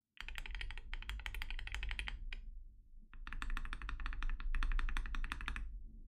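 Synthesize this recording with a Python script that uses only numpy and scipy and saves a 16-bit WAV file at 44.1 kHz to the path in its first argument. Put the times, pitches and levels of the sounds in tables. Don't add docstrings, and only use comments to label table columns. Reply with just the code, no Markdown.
import sys
import numpy as np
from scipy import signal
from scipy.fft import rfft, irfft
from scipy.io import wavfile
from scipy.ndimage import uniform_filter1d

SR = 44100
rng = np.random.default_rng(int(sys.argv[2]) if len(sys.argv) > 2 else 0)


def output_pcm(signal):
    pcm = np.clip(np.atleast_2d(signal).T, -1, 1) * 32767
    wavfile.write(sys.argv[1], SR, np.round(pcm).astype(np.int16))


N = 267687
CLICK_SAMPLES, LEAD_S = 4096, 0.003
BINS_HZ = np.fft.rfftfreq(CLICK_SAMPLES, 1 / SR)
USUAL_DB = -46.5

# t/s, relative level/dB, snap/dB (how hard and bright the contact is)
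SHIFT_PRESSES = [(0.2055, -42.5, 3.5), (0.3819, -41, 12), (0.5465, -44.5, -6.5), (0.7059, -46, -3),
                 (0.9352, -42.5, -12), (1.0945, -41, 8.5), (1.2619, -39, 5), (1.419, -40, 10.5),
                 (1.5905, -44.5, 2), (1.7452, -39.5, 8), (1.9121, -40, -10), (2.0827, -38.5, -3)]
SHIFT_RELEASES = [(0.2843, -44.5, -0.5), (0.457, -45, -5.5), (0.6109, -41, 3), (0.7754, -48.5, 4.5),
                  (1.0238, -48.5, -18.5), (1.1952, -50.5, -33), (1.3451, -44.5, 25.5), (1.5045, -44, -8.5),
                  (1.6729, -44, -4), (1.8291, -42.5, -8.5), (1.9917, -38, 10), (2.3262, -44, -1)]
BAR_PRESSES = [(3.1349, -55.5, -43.5), (3.273, -45, -9), (3.4223, -38.5, 8.5), (3.571, -39, 8.5),
               (3.7298, -40.5, 2.5), (3.891, -40.5, -5.5), (4.0605, -40.5, -7.5), (4.2256, -41, -2),
               (4.4028, -46.5, -29), (4.6277, -37.5, 8.5), (4.7924, -38.5, 3.5), (4.968, -37.5, 8.5),
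               (5.1468, -41, 3.5), (5.319, -36, 9), (5.4809, -36.5, 6)]
BAR_RELEASES = [(3.3257, -43.5, 7), (3.5002, -46.5, 0.5), (3.653, -46.5, 12), (3.8165, -46, -1),
                (3.9981, -47.5, -16), (4.1289, -45, -8), (4.2948, -46, -11), (4.5464, -41.5, 4),
                (4.7165, -43, -13), (4.8885, -42.5, -10.5), (5.0573, -45.5, -8.5), (5.2433, -43, -1),
                (5.408, -44.5, 7.5), (5.5621, -40.5, 11)]
STROKES = [*SHIFT_PRESSES, *SHIFT_RELEASES, *BAR_PRESSES, *BAR_RELEASES]


def gain_of(db):
    return 10 ** (np.asarray(db) / 20)


def unit_rms(x):
    return x / np.sqrt(np.mean(x ** 2) + 1e-30)


def curve(points, hz):
    points_hz, value = np.transpose(points)
    return np.interp(np.log(hz + 1), np.log(points_hz + 1), value)


def add(mix, at_s, sound):
    part = mix[max(round(at_s * SR), 0):][:len(sound)]
    part += sound[:len(part)]


def noise(colour):
    gain = gain_of(curve(colour, np.fft.rfftfreq(N, 1 / SR)))
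    return unit_rms(irfft(rfft(rng.standard_normal(N)) * gain, N))


def minimum_phase(gain):
    log_gain = np.log(np.maximum(gain / gain.max(), 1e-5))
    mirrored = np.r_[log_gain, log_gain[-2:0:-1]]
    pulse = np.fft.ifft(np.exp(np.conj(signal.hilbert(mirrored)))).real
    return rfft(pulse)


def resonances(hz, width_hz, db, detune=0.012, uneven_db=0.5):
    shift, weight = rng.standard_normal((2, len(hz), 1))
    offset = 2 * (BINS_HZ - hz[:, None] * (1 + detune * shift)) / width_hz[:, None]
    peaks = gain_of(db[:, None] + uneven_db * weight) / (1 + offset ** 2)
    return np.sqrt((peaks ** 2).sum(0))


def chatter(amount, fade_s, count=10):
    delay_s = np.cumsum(rng.uniform(0.0004, 0.0015, count))
    rebounds = amount * rng.standard_normal(count) * np.exp(-delay_s / fade_s)
    return 1 + rebounds @ np.exp(-2j * np.pi * np.outer(delay_s, BINS_HZ))


def dispersion(centre_hz=2500):
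    ratio = BINS_HZ / centre_hz
    return np.exp(-2j * np.arctan2(ratio, 1 - ratio ** 2))


def click(spectrum, level_db):
    pulse = irfft(spectrum * np.exp(-2j * np.pi * BINS_HZ * LEAD_S))
    pulse *= signal.windows.tukey(CLICK_SAMPLES, 0.05)
    return gain_of(level_db) * pulse * np.sqrt(SR / 100) / np.linalg.norm(pulse)


def finger_touches():
    # t/s, relative level/dB
    touches = [(0.173, -57), (0.3537, -52), (0.507, -56), (0.595, -58), (1.488, -61), (1.542, -58),
               (1.719, -49.5), (1.8901, -51.5), (2.0713, -51), (5.301, -59.5), (5.46, -60.5)]
    # f/Hz, width/Hz, level/dB
    cap_modes = [(1953, 180, 12.5), (2457, 1100, 5.5), (3220, 230, -2)]
    softness = gain_of(curve([(700, -20.5), (1700, -4.5), (3200, -3.5), (4500, -24), (9000, -41.5)],
                             BINS_HZ))
    out = np.zeros(N)
    for at_s, level_db in touches:
        cap = minimum_phase(resonances(*np.transpose(cap_modes)) * softness)
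        tick = cap * chatter(0.44, fade_s=0.0032) * dispersion()
        add(out, at_s - LEAD_S, click(tick, level_db))
    return gain_of(1) * out


def stem_rub(length_s=0.023, relative_db=-26):
    level, t = np.zeros(N), np.arange(0, length_s, 1 / SR)
    for at_s, level_db, _ in STROKES:
        add(level, at_s - length_s, gain_of(level_db + relative_db) * (t / length_s) ** 2)
    friction = noise([(500, -33), (1200, -3.5), (2000, -5), (3200, -6.5), (4500, -20), (14000, -33)])
    return uniform_filter1d(level, size=90) * friction


def cap_ripple(uneven_db=4, width_bins=45):
    ripple = uniform_filter1d(rng.standard_normal(len(BINS_HZ)), width_bins)
    ripple = unit_rms(uniform_filter1d(ripple, width_bins))
    return gain_of(uneven_db * ripple * curve([(3000, 0), (5000, 1)], BINS_HZ))


def mode_swarm(fade_s=0.0012):
    age = np.arange(CLICK_SAMPLES) / SR / fade_s
    burst = rng.standard_normal(CLICK_SAMPLES) * np.sqrt(age) * np.exp(-age)
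    return rfft(burst / np.linalg.norm(burst))


def case_knock(level_db, hz, t60_s=0.038, rise_s=0.002):
    t = np.arange(CLICK_SAMPLES) / SR
    envelope = gain_of(level_db - 60 * t / t60_s) * (1 - np.exp(-t / rise_s))
    return -envelope * np.sin(2 * np.pi * hz * t)


def key_strokes(rows, hz, width_hz, mode_db, rattle, rattle_s, knock_db, knock_hz, top_hz, body_db,
                rounding=0):
    # f/Hz, gain/dB
    radiation = [(400, -3), (560, -6.5), (740, -5), (900, 0.5)]
    body = curve([(1300, 1), (2000, 0.11)], BINS_HZ)
    snap = curve([(3500, 0.36), (5000, 0.39), (6200, 0.58), (10000, 0.96), (14000, 1.7)], BINS_HZ)
    swarm_rad = np.pi / 2 * 0.65 / (1 + (4600 / (BINS_HZ + 1)) ** 8)
    direct, room_feed = np.zeros((2, N))
    for at_s, level_db, snap_db in rows:
        stroke_body_db = body_db + rounding * (USUAL_DB - level_db)
        colour = gain_of(stroke_body_db * body + snap_db * snap + curve(radiation, BINS_HZ))
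        contact_hz = top_hz * 2 ** (snap_db / 24)
        colour *= cap_ripple() / np.sqrt(1 + (BINS_HZ / contact_hz) ** 20)
        contacts = chatter(rattle, rattle_s) * dispersion()
        near = minimum_phase(resonances(hz, width_hz, mode_db) * colour) * contacts
        near *= np.cos(swarm_rad) + np.sin(swarm_rad) * mode_swarm()
        add(direct, at_s - LEAD_S, click(near, level_db))
        add(direct, at_s, case_knock(level_db + knock_db, knock_hz))
        far = minimum_phase(resonances(hz, 1.38 * width_hz, mode_db) * colour) * contacts
        add(room_feed, at_s - LEAD_S, click(far, level_db))
    return np.array([direct, room_feed])


def shift_key():
    # f/Hz, width/Hz, press level/dB, release level/dB
    key_modes = [(440, 170, -29.5, -12.5), (869, 225, -3.5, -4), (1370, 770, -7.5, -30),
                 (1486, 260, -5, -6), (1870, 210, 0, -5), (2145, 550, 1, -7.5), (2450, 440, -5.5, -1),
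                 (2800, 290, -5, -9.5), (3151, 270, 1, -3.5), (3880, 650, -15, -18.5),
                 (4760, 640, -17, -25), (7470, 2900, -27, -36), (9600, 410, -34.5, -28),
                 (10740, 540, -38, -56), (13900, 360, -29, -46.5)]
    # f/Hz, impulse response level/dB, t60/s
    spring_modes = [(3310, -65, 0.29), (4750, -62, 0.22)]
    hz, width_hz, press_db, release_db = np.transpose(key_modes)
    presses = key_strokes(SHIFT_PRESSES, hz, width_hz, press_db, rattle=0.33, rattle_s=0.0027,
                          knock_db=-24, knock_hz=373, top_hz=13150, body_db=-1.5)
    releases = key_strokes(SHIFT_RELEASES, hz, width_hz, release_db, rattle=0.9, rattle_s=0.0038,
                           knock_db=-13.5, knock_hz=365, top_hz=11500, body_db=-2.5, rounding=1)
    key = gain_of(0.33) * presses + gain_of(1.12) * releases
    t = np.arange(SR // 3) / SR
    spring = sum(gain_of(db - 60 * t / t60_s) * np.sin(2 * np.pi * ring_hz * t)
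                 for ring_hz, db, t60_s in spring_modes)
    return key + signal.fftconvolve(key, spring[None], axes=1)[:, :N]


def desk_thumps(rows, force_db, key):
    # f/Hz, level under shift/dB, level under bar/dB, t60/s
    desk_modes = [(49.07, -49, -49.5, 1.0), (94.36, -62, -67, 0.93), (131.5, -63.5, -59.5, 0.3),
                  (225.5, -65, -60, 0.16), (260, -73, -80.5, 0.26), (277.2, -89, -66, 0.33),
                  (305.6, -74, -74.5, 0.48), (351, -80, -66, 0.15), (376, -70, -93, 0.14),
                  (442, -81, -72, 0.16)]
    out, t = np.zeros(N), np.arange(SR) / SR
    mean_db = np.mean([level_db for _, level_db, _ in rows])
    attack = 1 - np.exp(-t / 0.0036)
    for at_s, level_db, _ in rows:
        ring = np.zeros(SR)
        for hz, shift_db, bar_db, t60_s in desk_modes:
            mode_db = shift_db if key == "shift" else bar_db
            envelope = rng.uniform(0.7, 1.3) * gain_of(mode_db - 60 * t / t60_s)
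            ring += envelope * np.sin(2 * np.pi * hz * t + rng.uniform(-1, 1))
        add(out, at_s, -gain_of(force_db + 0.54 * (level_db - mean_db)) * ring * attack)
    return out


def vibration_level(t60_s, rise_s, force_share, lever_db=0):
    # t/s, place/keyboard widths from the left edge
    finger_path = [(2.4, 0.12), (3.0, .28), (3.75, 0.18), (4.25, 0.94), (4.7, 0.5), (5.25, 0.23),
                   (5.6, 0.14)]
    power, t = np.zeros(N), np.arange(2 * SR) / SR
    swell = (1 - np.exp(-t / rise_s)) * gain_of(-60 * t / t60_s)
    for at_s, level_db, _ in STROKES:
        place = np.interp(at_s, *np.transpose(finger_path))
        push_db = force_share * (level_db - USUAL_DB) + lever_db * place
        add(power, at_s, (gain_of(push_db) * swell) ** 2)
    return np.sqrt(power)


def desk():
    # f/Hz, relative level/dB
    sway_colour = [(10, -35.5), (21, -11.5), (24.5, 5.5), (29, -2.5), (36, -13), (60, -58), (200, -110)]
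    # f/Hz, relative level/dB
    boom_colour = [(20, -30.5), (36, -1.5), (51, -0.5), (62, -12.5), (76, -30.5), (93, -14.5), (108, -31.5),
                   (200, -73), (400, -110)]
    thumps = desk_thumps(SHIFT_PRESSES, force_db=0, key="shift")
    thumps += desk_thumps(SHIFT_RELEASES, force_db=-7, key="shift")
    thumps += desk_thumps(BAR_PRESSES, force_db=2, key="bar")
    thumps += desk_thumps(BAR_RELEASES, force_db=2.5, key="bar")
    sway = vibration_level(t60_s=3.4, rise_s=0.005, force_share=0.27, lever_db=22) * noise(sway_colour)
    boom = vibration_level(t60_s=2.1, rise_s=0.0047, force_share=0.15) * noise(boom_colour)
    return thumps + gain_of(-54.5) * sway + gain_of(-53) * boom


def room_tail():
    # f/Hz, gain/dB
    room_colour = [(150, 0.7), (400, 26), (750, 9.6), (1200, 6.7), (2500, 2.4), (4500, 7.3), (8000, 13),
                   (14000, 4)]
    # f/Hz, t60/s
    room_decay = [(200, 0.31), (700, 0.25), (1500, 0.26), (3000, 0.24), (6000, 0.28), (14000, 0.097)]
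    taps = np.zeros(SR // 2)
    slots = np.arange(220, len(taps) - 12, 12)
    taps[slots + rng.integers(0, 12, len(slots))] = rng.choice([-1.0, 1.0], len(slots))
    hz, t, bands = signal.stft(taps, SR, nperseg=256)
    gain_db = curve(room_colour, hz)[:, None] - 60 * t / curve(room_decay, hz)[:, None]
    return signal.istft(bands * gain_of(gain_db), SR, nperseg=256)[1] / np.sqrt(len(slots))


def room(direct, room_feed, wet_db=-3, tails=3):
    # delay/s, gain
    echoes = [(.0036, 0.027), (.0064, 0.03), (.0081, 0.028), (.0100, 0.031), (0.0093, .04), (.0185, 0.026)]
    out, t = direct.copy(), np.arange(N) / SR
    for delay_s, gain in echoes:
        add(out, delay_s, gain * room_feed)
    for k in range(tails):
        share = np.cos(np.pi * (2.1 * t + k / tails)) * np.sqrt(2 / tails)
        out += gain_of(wet_db) * signal.fftconvolve(room_feed * share, room_tail())[:N]
    return out


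def background(rest_db=-90.5, stirred_db=-75, hiss_db=-100.5):
    # start/s, length/s, level/dB
    hand_moves = [(2.93, .2, -74.5), (5.764, 0.6, -71)]
    # f/Hz, relative level/dB
    rumble_colour = [(40, -8.5), (90, -1.5), (160, 0), (195, -8.5), (220, 8.5), (250, -6), (320, -6),
                     (450, -23), (700, -34), (1200, -50.5), (3000, -63)]
    stirred = vibration_level(t60_s=1.9, rise_s=0.02, force_share=0.7)
    level = gain_of(rest_db) + gain_of(stirred_db) * stirred
    for at_s, length_s, level_db in hand_moves:
        add(level, at_s, gain_of(level_db) * np.hanning(round(length_s * SR)))
    waver_db = 2.5 * noise([(1, 0), (7, 0), (16, -40), (60, -140)])
    rumble = level * gain_of(waver_db) * noise(rumble_colour)
    return rumble + gain_of(hiss_db) * rng.standard_normal(N)


def space_bar():
    # f/Hz, width/Hz, press level/dB, release level/dB
    bar_modes = [(333.3, 36, -18, -28.5), (828, 23, -33, -9.5), (910, 280, -14, -17.5),
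                 (1159, 290, -3.5, -5.5), (1374, 320, -1.5, -4), (1769, 252, -1.5, 1), (1968, 170, -14, -6),
                 (2535, 383, -6, -4.5), (3447, 720, -13.5, -20), (3644, 200, -14, -39),
                 (4368, 140, -19, -26.5), (5786, 820, -28.5, -38), (8350, 1040, -31.5, -39),
                 (10240, 870, -38.5, -34), (13100, 650, -44, -74)]
    hz, width_hz, press_db, release_db = np.transpose(bar_modes)
    presses = key_strokes(BAR_PRESSES, hz, width_hz, press_db, rattle=0.18, rattle_s=0.0048,
                          knock_db=-2, knock_hz=260, top_hz=11830, body_db=-2)
    releases = key_strokes(BAR_RELEASES, hz, width_hz, release_db, rattle=0.17, rattle_s=0.016,
                           knock_db=-7, knock_hz=230, top_hz=11800, body_db=1.2, rounding=1)
    return gain_of(-0.5) * presses + gain_of(-0.18) * releases


def scene():
    direct, room_feed = shift_key() + space_bar() + finger_touches() + stem_rub()
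    return (room(direct, room_feed) + desk() + background())[None]


def record(dry):
    faded = dry * signal.windows.tukey(N, 0.004)
    lowpass = signal.firwin(511, 15600, window=("kaiser", 9), fs=SR)
    return signal.oaconvolve(faded, lowpass[None], "same")


dry = scene()
out = record(dry)
output_pcm(out)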